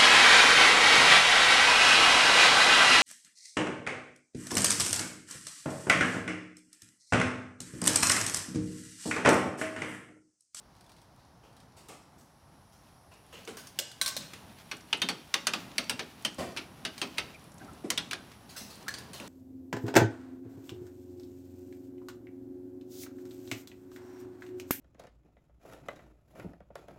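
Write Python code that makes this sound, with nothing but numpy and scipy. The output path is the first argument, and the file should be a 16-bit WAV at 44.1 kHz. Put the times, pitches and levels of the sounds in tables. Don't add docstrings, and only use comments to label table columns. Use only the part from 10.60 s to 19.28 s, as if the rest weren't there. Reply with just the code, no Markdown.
import sys
import numpy as np
from scipy import signal
from scipy.fft import rfft, irfft
from scipy.io import wavfile
from scipy.ndimage import map_coordinates

SR = 44100
rng = np.random.default_rng(int(sys.argv[2]) if len(sys.argv) > 2 else 0)


def unload_audio(sound):
    columns = np.transpose(np.atleast_2d(sound))
    steps = np.round(np.clip(columns, -1, 1) * 32767)
    wavfile.write(sys.argv[1], SR, steps.astype(np.int16))


N = 382788
T = np.arange(int(.7 * SR)) / SR
HZ, SCENE_HZ = np.fft.rfftfreq(len(T), 1 / SR), np.fft.rfftfreq(N, 1 / SR)


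# t/s, level/dB, relative crack level/dB, treble shelf/dB, resonance f/Hz
RAMP_SNAPS = [(4.1134, -20.5, -5, -1, 2430), (4.3283, -13.5, 3, -8.5, 2860), (4.4176, -12, -3, 1, 3140),
              (4.4875, -13.5, -6, 3, 2500), (4.7401, -13, 4, 0.5, 2910), (4.8689, -12, -1, 6, 1710),
              (4.935, -14.5, -6.5, 0, 2720), (5.181, -14.5, 0, 4, 2300), (5.2956, -14, -4, 9.5, 2490),
              (5.3928, -18.5, -5, -5, 2350), (5.6486, -14, -2, 5, 3020), (5.9712, -18.5, -22, 0.5, 2300),
              (6.2503, -17, -6, -0.5, 2730), (6.4156, -15, -6.5, -1.5, 2530), (6.582, -14.5, -3, 0, 2620),
              (7.3026, -16, 2.5, 9, 6840), (7.3762, -15, 0, 2, 3530), (7.5103, -21.5, -3, 5.5, 2520),
              (7.5312, -23, 2, 0, 1250)]
# f/Hz, level/dB
PANEL_SPECTRUM = [(88, -56), (150, -6.5), (264, 1), (494, -4), (1340, -1), (1630, -1.5), (1940, -3),
                  (3100, -2.5), (5910, -7.5), (7470, -16), (8730, -12.5), (11500, -22.5), (14500, -27),
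                  (16000, -31)]
# f/Hz, bandwidth/Hz, weight/dB
PANEL_RESONANCES = [(1520, 60, -7), (2880, 810, -5), (3600, 79, 5), (4220, 24, -25), (4540, 150, 10),
                    (5170, 170, -20), (5690, 130, 3), (6230, 110, -23), (8000, 95, -16), (8840, 240, 2),
                    (10500, 230, 5), (10600, 160, -3)]
# f/Hz, T60/s
PANEL_T60 = [(200, 0.38), (600, 0.22), (1500, 0.097), (3000, 0.18), (6000, 0.095), (12000, 0.082)]

def snaps():
    out = np.zeros(N)
    spot_db, ring_db, boom_db = 8.5, -12.5, -31
    modes = sum(amp(db / 2) * resonance(hz, width) for hz, width, db in PANEL_RESONANCES)
    plate = amp(along(PANEL_SPECTRUM, HZ)) * (1 + 0.29 * modes)
    for s, db, crack_db, treble_db, hz in RAMP_SNAPS:
        bass_shelf = amp((-2 + 0.042 * crack_db) / (1 + (HZ / 1200) ** 4))
        colour = plate * treble(treble_db) * bass_shelf
        high_pass = HZ ** 2 / (HZ ** 2 + 1300 ** 2)
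        crack = noise(colour * spot(hz, spot_db) * high_pass) * fade(t60=0.021, rise=0.0013)
        ring = ringing(colour * spot(hz, .5 * spot_db), PANEL_T60, rise_cycles=1.4)
        boom = noise(resonance(307, 134)) * fade(t60=0.21, rise=0.014)
        add(out, s, amp(db) * (amp(crack_db) * crack + amp(ring_db) * ring + amp(boom_db) * boom))
    return out


# t/s, level/dB, treble shelf/dB, relative rattle level/dB, resonance f/Hz, boost/dB
FITTING_CLANKS = [(3.1887, -13.5, 4.5, -22.5, 3130, 13), (3.4137, -13.5, 4.5, -12.5, 3850, 10),
                  (3.461, -16, 9, -14.5, 3880, 15), (3.478, -20.5, 1, -10.5, 4400, -6),
                  (3.5659, -19.5, 3, -14, 3650, 10), (8.2815, -16.5, -1.5, -22, 1740, 22),
                  (8.3395, -26.5, -10, -15.5, 4500, 2)]
# f/Hz, level/dB, T60/s
STEEL_MODES = [(1105, -5.5, 0.097), (1546, 1, 0.041), (3985, 7.5, 0.012), (4260, 1, 0.091),
               (4900, -18, .04), (5930, -4, .07), (7800, -17, .08), (8650, -2, .07), (10060, -21, 0.055)]
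# f/Hz, level/dB
CLASH_SPECTRUM = [(180, -57), (300, -25), (574, -3), (961, -22), (1120, -6), (1300, -9.5), (2280, -6.5),
                  (3950, -2), (5160, -3), (8790, -7), (16000, -17.5)]

def clanks():
    out = np.zeros(N)
    contact = amp(along(CLASH_SPECTRUM, HZ))
    for s, db, treble_db, rattle_db, hz, boost_db in FITTING_CLANKS:
        colour = contact * treble(treble_db) * spot(hz, boost_db, ripple_db=5.5)
        for delay, bounce_db in [(0, 1.5), (.004, -5.5), (.0098, -6.5)]:
            strengths = amp(rng.normal(0, 2, len(STEEL_MODES)))
            ring = np.zeros(len(T))
            for strength, (mode_hz, mode_db, t60) in zip(strengths, STEEL_MODES):
                mode = np.sin(2 * np.pi * (mode_hz * T + rng.random()))
                ring += strength * amp(mode_db) * fade(t60, rise=.0002) * mode
            clash = noise(colour) * fade(t60=0.024, rise=0.00019)
            rattle_colour = contact * treble(treble_db + 1.5) * spot(hz, .5 * boost_db)
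            rattle = noise(rattle_colour) * fade(t60=0.17, rise=0.0015)
            blow = amp(-7.5) * (clash + amp(rattle_db) * rattle) + amp(rattle_db - 7) * ring
            add(out, s + delay, amp(db + bounce_db) * blow)
    return out


# t/s, level/dB, resonance f/Hz; most come from loose fittings, while those at 5.9641
# and 6.5744 s are slight slips leading into the snaps just after
LIGHT_TICKS = [(1.2853, -37, 7500), (2.8754, -28.5, 2540), (2.9701, -30, 5000), (3.0707, -33, 5560),
               (3.315, -35.5, 4200), (3.7342, -28.5, 2100), (5.9641, -26, 2400), (6.379, -28.5, 4300),
               (6.5744, -30, 2520), (7.716, -39, 2150), (8.384, -30, 4580), (8.5328, -31.5, 4330),
               (8.599, -29.5, 2680)]

def ticks():
    out = np.zeros(N)
    for s, db, hz in LIGHT_TICKS:
        add(out, s, tick(db, hz))
    return out


def tick(db, hz):
    place = spot(hz, boost_db=7, sharpness=4)
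    shelf = treble(9 + 10.5 * np.log2(hz / 3000))
    contact = noise(amp(along(PANEL_SPECTRUM, HZ)) * shelf * place)
    envelope = fade(t60=0.021, rise=0.00026) + 0.34 * fade(t60=0.19, rise=0.0026)
    return amp(db - 9) * contact * envelope


# t/s, level/dB, T60/s, resonance f/Hz, boost/dB
DECK_THUDS = [(1.287, -52.5, 0.33, 794, 8), (2.877, -40.5, 0.21, 413, 25), (3.19, -44.5, .15, 550, 28),
              (3.57, -51, 0.39, 160, 10), (5.783, -34, 0.37, 480, 5), (7.009, -48, 0.37, 600, -3),
              (7.238, -36.5, .2, 290, 9), (7.999, -49, 0.36, 200, 8), (8.598, -45.5, 0.31, 262, 7)]
# f/Hz, level/dB
DECK_SPECTRUM = [(35, -49), (60, -7.5), (189, 5.5), (371, 1.5), (504, -7.5), (714, 0.5), (877, -12.5),
                 (1270, -20), (1620, -22), (2290, -19.5), (2590, -20.5), (4070, -30.5), (8000, -29.5),
                 (10400, -39), (17600, -120)]

def thuds():
    out = np.zeros(N)
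    for s, db, t60, hz, boost_db in DECK_THUDS:
        tilt = 0.25 * boost_db + 2 * np.log2(hz / 500)
        thud = soft_contact(DECK_SPECTRUM, tilt, hz, boost_db, rise=0.032 * t60, t60=t60)
        add(out, s, amp(db) * thud)
    return out


# t/s, level/dB, spectral tilt/(dB per octave), resonance f/Hz
TYRE_SCUFFS = [(.59, -67, 0, 4430), (.832, -61, -1.5, 2980), (1.165, -55.5, 2, 8450),
               (1.286, -49.5, 0, 8600), (1.58, -63.5, 7, 8000), (2.12, -64.5, 5, 6000),
               (2.511, -58, 0, 2720), (2.725, -48.5, 0.5, 2750), (2.874, -49, 0.5, 2290),
               (2.968, -48, 3.5, 1630), (5.783, -39, 0.5, 720), (7.89, -52, 4, 4540),
               (7.962, -41.5, 5, 5660), (8.1, -50.5, 3.5, 4500), (8.37, -55, -1, 4400),
               (8.534, -46, 3, 4280), (8.598, -49, -2, 1260)]
# f/Hz, level/dB
RUBBER_SPECTRUM = [(240, -13), (400, 10), (616, 5), (742, -1), (979, 5), (1230, 1), (2220, -4.5),
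                   (2550, -3), (4800, -7), (9760, -15), (16000, -22.5)]

def scuffs():
    out = np.zeros(N)
    for s, db, tilt, hz in TYRE_SCUFFS:
        stroke = soft_contact(RUBBER_SPECTRUM, tilt, hz, boost_db=7, rise=0.0036, t60=0.5)
        add(out, s, amp(db) * stroke)
    return out * amp(0.86 * wobble(200))


# t/s, duration/s, level/dB
FLOOR_CREAKS = [(0.129, .33, -46), (0.908, .14, -47.5)]

def creaks(slips_per_s=32, centre_hz=4000):
    out = np.zeros(N)
    for s, length, db in FLOOR_CREAKS:
        slips = max(round(length * slips_per_s), 1)
        for k, (late, size, pitch) in enumerate(rng.uniform(-.5, .5, (slips, 3))):
            progress = (k + .5 + .8 * late) / slips
            slip = tick(db + 8 * size, centre_hz * 2 ** (.5 * pitch))
            add(out, s + progress * length, np.sqrt(np.sin(np.pi * progress)) * slip)
    return out


# t/s, level/dB, centre f/Hz
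TYRE_SQUEAKS = [(6.738, -50.5, 2370), (7.0, -51, 1537), (7.078, -49.5, 1314), (7.951, -50, 1494),
                (8.261, -48, 1310)]

def squeaks(length_s=0.031, pitch_fall=0.044):
    out = np.zeros(N)
    progress = np.clip(T / length_s, 0, 1)
    for s, db, hz in TYRE_SQUEAKS:
        jitter = .055 * wobble(500)[:len(T)]
        pitch = hz * (1 - pitch_fall * (progress - .5) + jitter)
        chirp = np.sin(2 * np.pi * np.cumsum(pitch) / SR)
        add(out, s, amp(db + 2) * np.sin(np.pi * progress) * chirp)
    return out


# t/s, rumble level/dB, tread level/dB
ROLL_LEVELS = [(0, -65, -76), (.4, -62.5, -75), (2.55, -64, -73), (2.8, -57.5, -58.5), (3.3, -62, -64),
               (3.62, -58, -55), (3.85, -56, -60.5), (4.55, -59.5, -60), (5.25, -51, -55.5),
               (5.65, -57.5, -59.5), (6.1, -55.5, -62.5), (6.55, -52.5, -54.5), (6.85, -54.5, -64.5),
               (7.4, -50.5, -64), (7.75, -56.5, -62.5), (8.68, -51, -57)]
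# f/Hz, level/dB
RUMBLE_SPECTRUM = [(15, -57), (25, -33), (64, -3.5), (165, 2), (257, 0), (357, -5.5), (398, -6.5),
                   (496, -10), (654, -7.5), (716, -9.5), (830, -9), (961, -10), (2000, -21), (2600, -38),
                   (4400, -120)]
# f/Hz, level/dB
TREAD_SPECTRUM = [(470, -15), (800, -6), (1210, -5.5), (2440, -3.5), (2870, -3), (4340, -6.5), (7640, -14),
                  (10300, -22), (15000, -13.5), (16000, -27)]

def rolling():
    rumble_db, tread_db = curves(ROLL_LEVELS)
    rumble = amp(rumble_db + 1.9 * wobble(12)) * steady_noise(RUMBLE_SPECTRUM)
    crackle = unit(steady_noise(TREAD_SPECTRUM) * amp(1.5 * wobble(350) + 2.04 * wobble(22)))
    return rumble + amp(tread_db) * crackle


def grit(count=45):
    out = np.zeros(N)
    for s, size_db, octaves in rng.random((count, 3)) * [N / SR, 9, 1.5]:
        pop = noise(resonance(3500 * 2 ** octaves, 4800)) * fade(t60=0.028, rise=0.00027)
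        add(out, s, amp(size_db) * pop)
    _, tread_db = curves(ROLL_LEVELS)
    return out * amp(tread_db + 5.5)


# f/Hz, T60/s
TRAILER_T60 = [(120, 0.26), (300, 0.42), (1000, 0.55), (3000, 0.44), (6000, 0.65), (13000, 0.18)]
# f/Hz, level/dB
TRAILER_SPECTRUM = [(100, 2), (270, 1.5), (600, -7.5), (1500, -8.5), (4000, -10.5), (8000, -9.5),
                    (15000, -23)]

def trailer(x, delay_s=.009):
    out = np.zeros(N)
    hop = SR // 4
    for start in range(0, N, hop):
        tail = ringing(np.ones(len(HZ)), TRAILER_T60, rise_cycles=7.1)
        tail /= np.linalg.norm(tail)
        tail = irfft(rfft(tail) * amp(along(TRAILER_SPECTRUM, HZ)), len(T))
        add(out, start / SR + delay_s, signal.fftconvolve(x[start:start + hop], tail[:-SR // 10]))
    return out


# f/Hz, bandwidth/Hz, level/dB
WHINE_BANDS = [(5620, 71, -80.5), (10270, 2900, -72.5)]
# t/s, gain/dB
WHINE_GAIN = [(0, -7.5), (1.4, -6.5), (2.1, -1), (4, 5), (7, 3.5), (8.68, 2.5)]

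def drive():
    bands = sum(amp(db) * noise(resonance(hz, width, SCENE_HZ), N) for hz, width, db in WHINE_BANDS)
    return bands * amp(curves(WHINE_GAIN)[0])


# f/Hz, level/dB
TRAFFIC_SPECTRUM = [(15, -47), (25, -20), (43, -3.5), (130, 0), (175, -5.5), (212, -19), (326, -14),
                    (394, -19), (775, -8), (1520, -18.5), (2760, -30), (5570, -24), (8140, -39),
                    (9840, -40), (16000, -45)]

def street():
    return amp(-61 + 0.62 * wobble(2.62)) * steady_noise(TRAFFIC_SPECTRUM)


def soft_contact(spectrum, tilt, hz, boost_db, rise, t60):
    colour = amp(along(spectrum, HZ) + tilt * np.log2(HZ / 1000 + .1))
    place = spot(hz, boost_db, ripple_db=3.2, sharpness=4.4)
    envelope = fade(t60, rise)
    return noise(colour * place) * envelope / envelope.max()


def spot(hz, boost_db, ripple_db=3, sharpness=7, spacing_hz=130):
    ripple = map_coordinates(rng.standard_normal(1000), [HZ / spacing_hz], mode="mirror")
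    peak = resonance(hz, width=hz / sharpness + 50)
    return amp(ripple_db * ripple) * (1 + (amp(boost_db) - 1) * peak)


def ringing(gain, t60s, rise_cycles):
    centres = np.geomspace(62.5, 16000, 9)
    spectrum = rfft(noise(gain))
    bands = [along(np.c_[centres, weights], HZ) for weights in np.eye(len(centres))]
    octaves = [irfft(spectrum * band, len(T)) for band in bands]
    return sum(x * fade(along(t60s, hz), rise_cycles / hz) for x, hz in zip(octaves, centres))


def resonance(hz, width, f=HZ):
    return 1 / (1 + ((f - hz) / (width / 2)) ** 2)


def treble(db):
    return amp(db * HZ ** 4 / (HZ ** 4 + 6500 ** 4))


def fade(t60, rise):
    return np.exp(-np.log(1000) * T / t60) * (1 - np.exp(-T / rise))


def noise(gain, size=len(T)):
    return unit(irfft(rfft(rng.standard_normal(size)) * gain, size))


def steady_noise(spectrum):
    return noise(amp(along(spectrum, SCENE_HZ)), N)


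def wobble(rate):
    knots = rng.standard_normal(int(N * rate / SR) + 4)
    return map_coordinates(knots, [np.arange(N) * rate / SR])


def curves(rows):
    times, *columns = np.transpose(rows)
    return [np.interp(np.arange(N) / SR, times, column) for column in columns]


def along(points, hz):
    f, values = np.transpose(points)
    return np.interp(np.log(hz + 1), np.log(f + 1), values)


def amp(db):
    return 10 ** (np.asarray(db) / 20)


def unit(x):
    return x / np.sqrt(np.mean(x ** 2) + 1e-20)


def add(track, s, x):
    part = track[max(round(s * SR), 0):][:len(x)]
    part += x[:len(part)]


def scene():
    panels, steel = snaps(), clanks()
    small = ticks() + creaks() + squeaks() + grit()
    soft = thuds() + scuffs()
    echo = trailer(amp(-7.5) * panels + steel + amp(-6) * (small + soft))
    return (panels + steel + small + soft + echo + rolling() + drive() + street())[None]


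def record(dry):
    bottom_hz, top_hz = 30, 16000
    low_cut = SCENE_HZ ** 4 / (SCENE_HZ ** 4 + bottom_hz ** 4)
    high_cut = np.clip((top_hz - SCENE_HZ) / 500 + .5, 0, 1)
    return irfft(rfft(dry) * low_cut * high_cut, N)


dry = scene()
out = record(dry)
unload_audio(out)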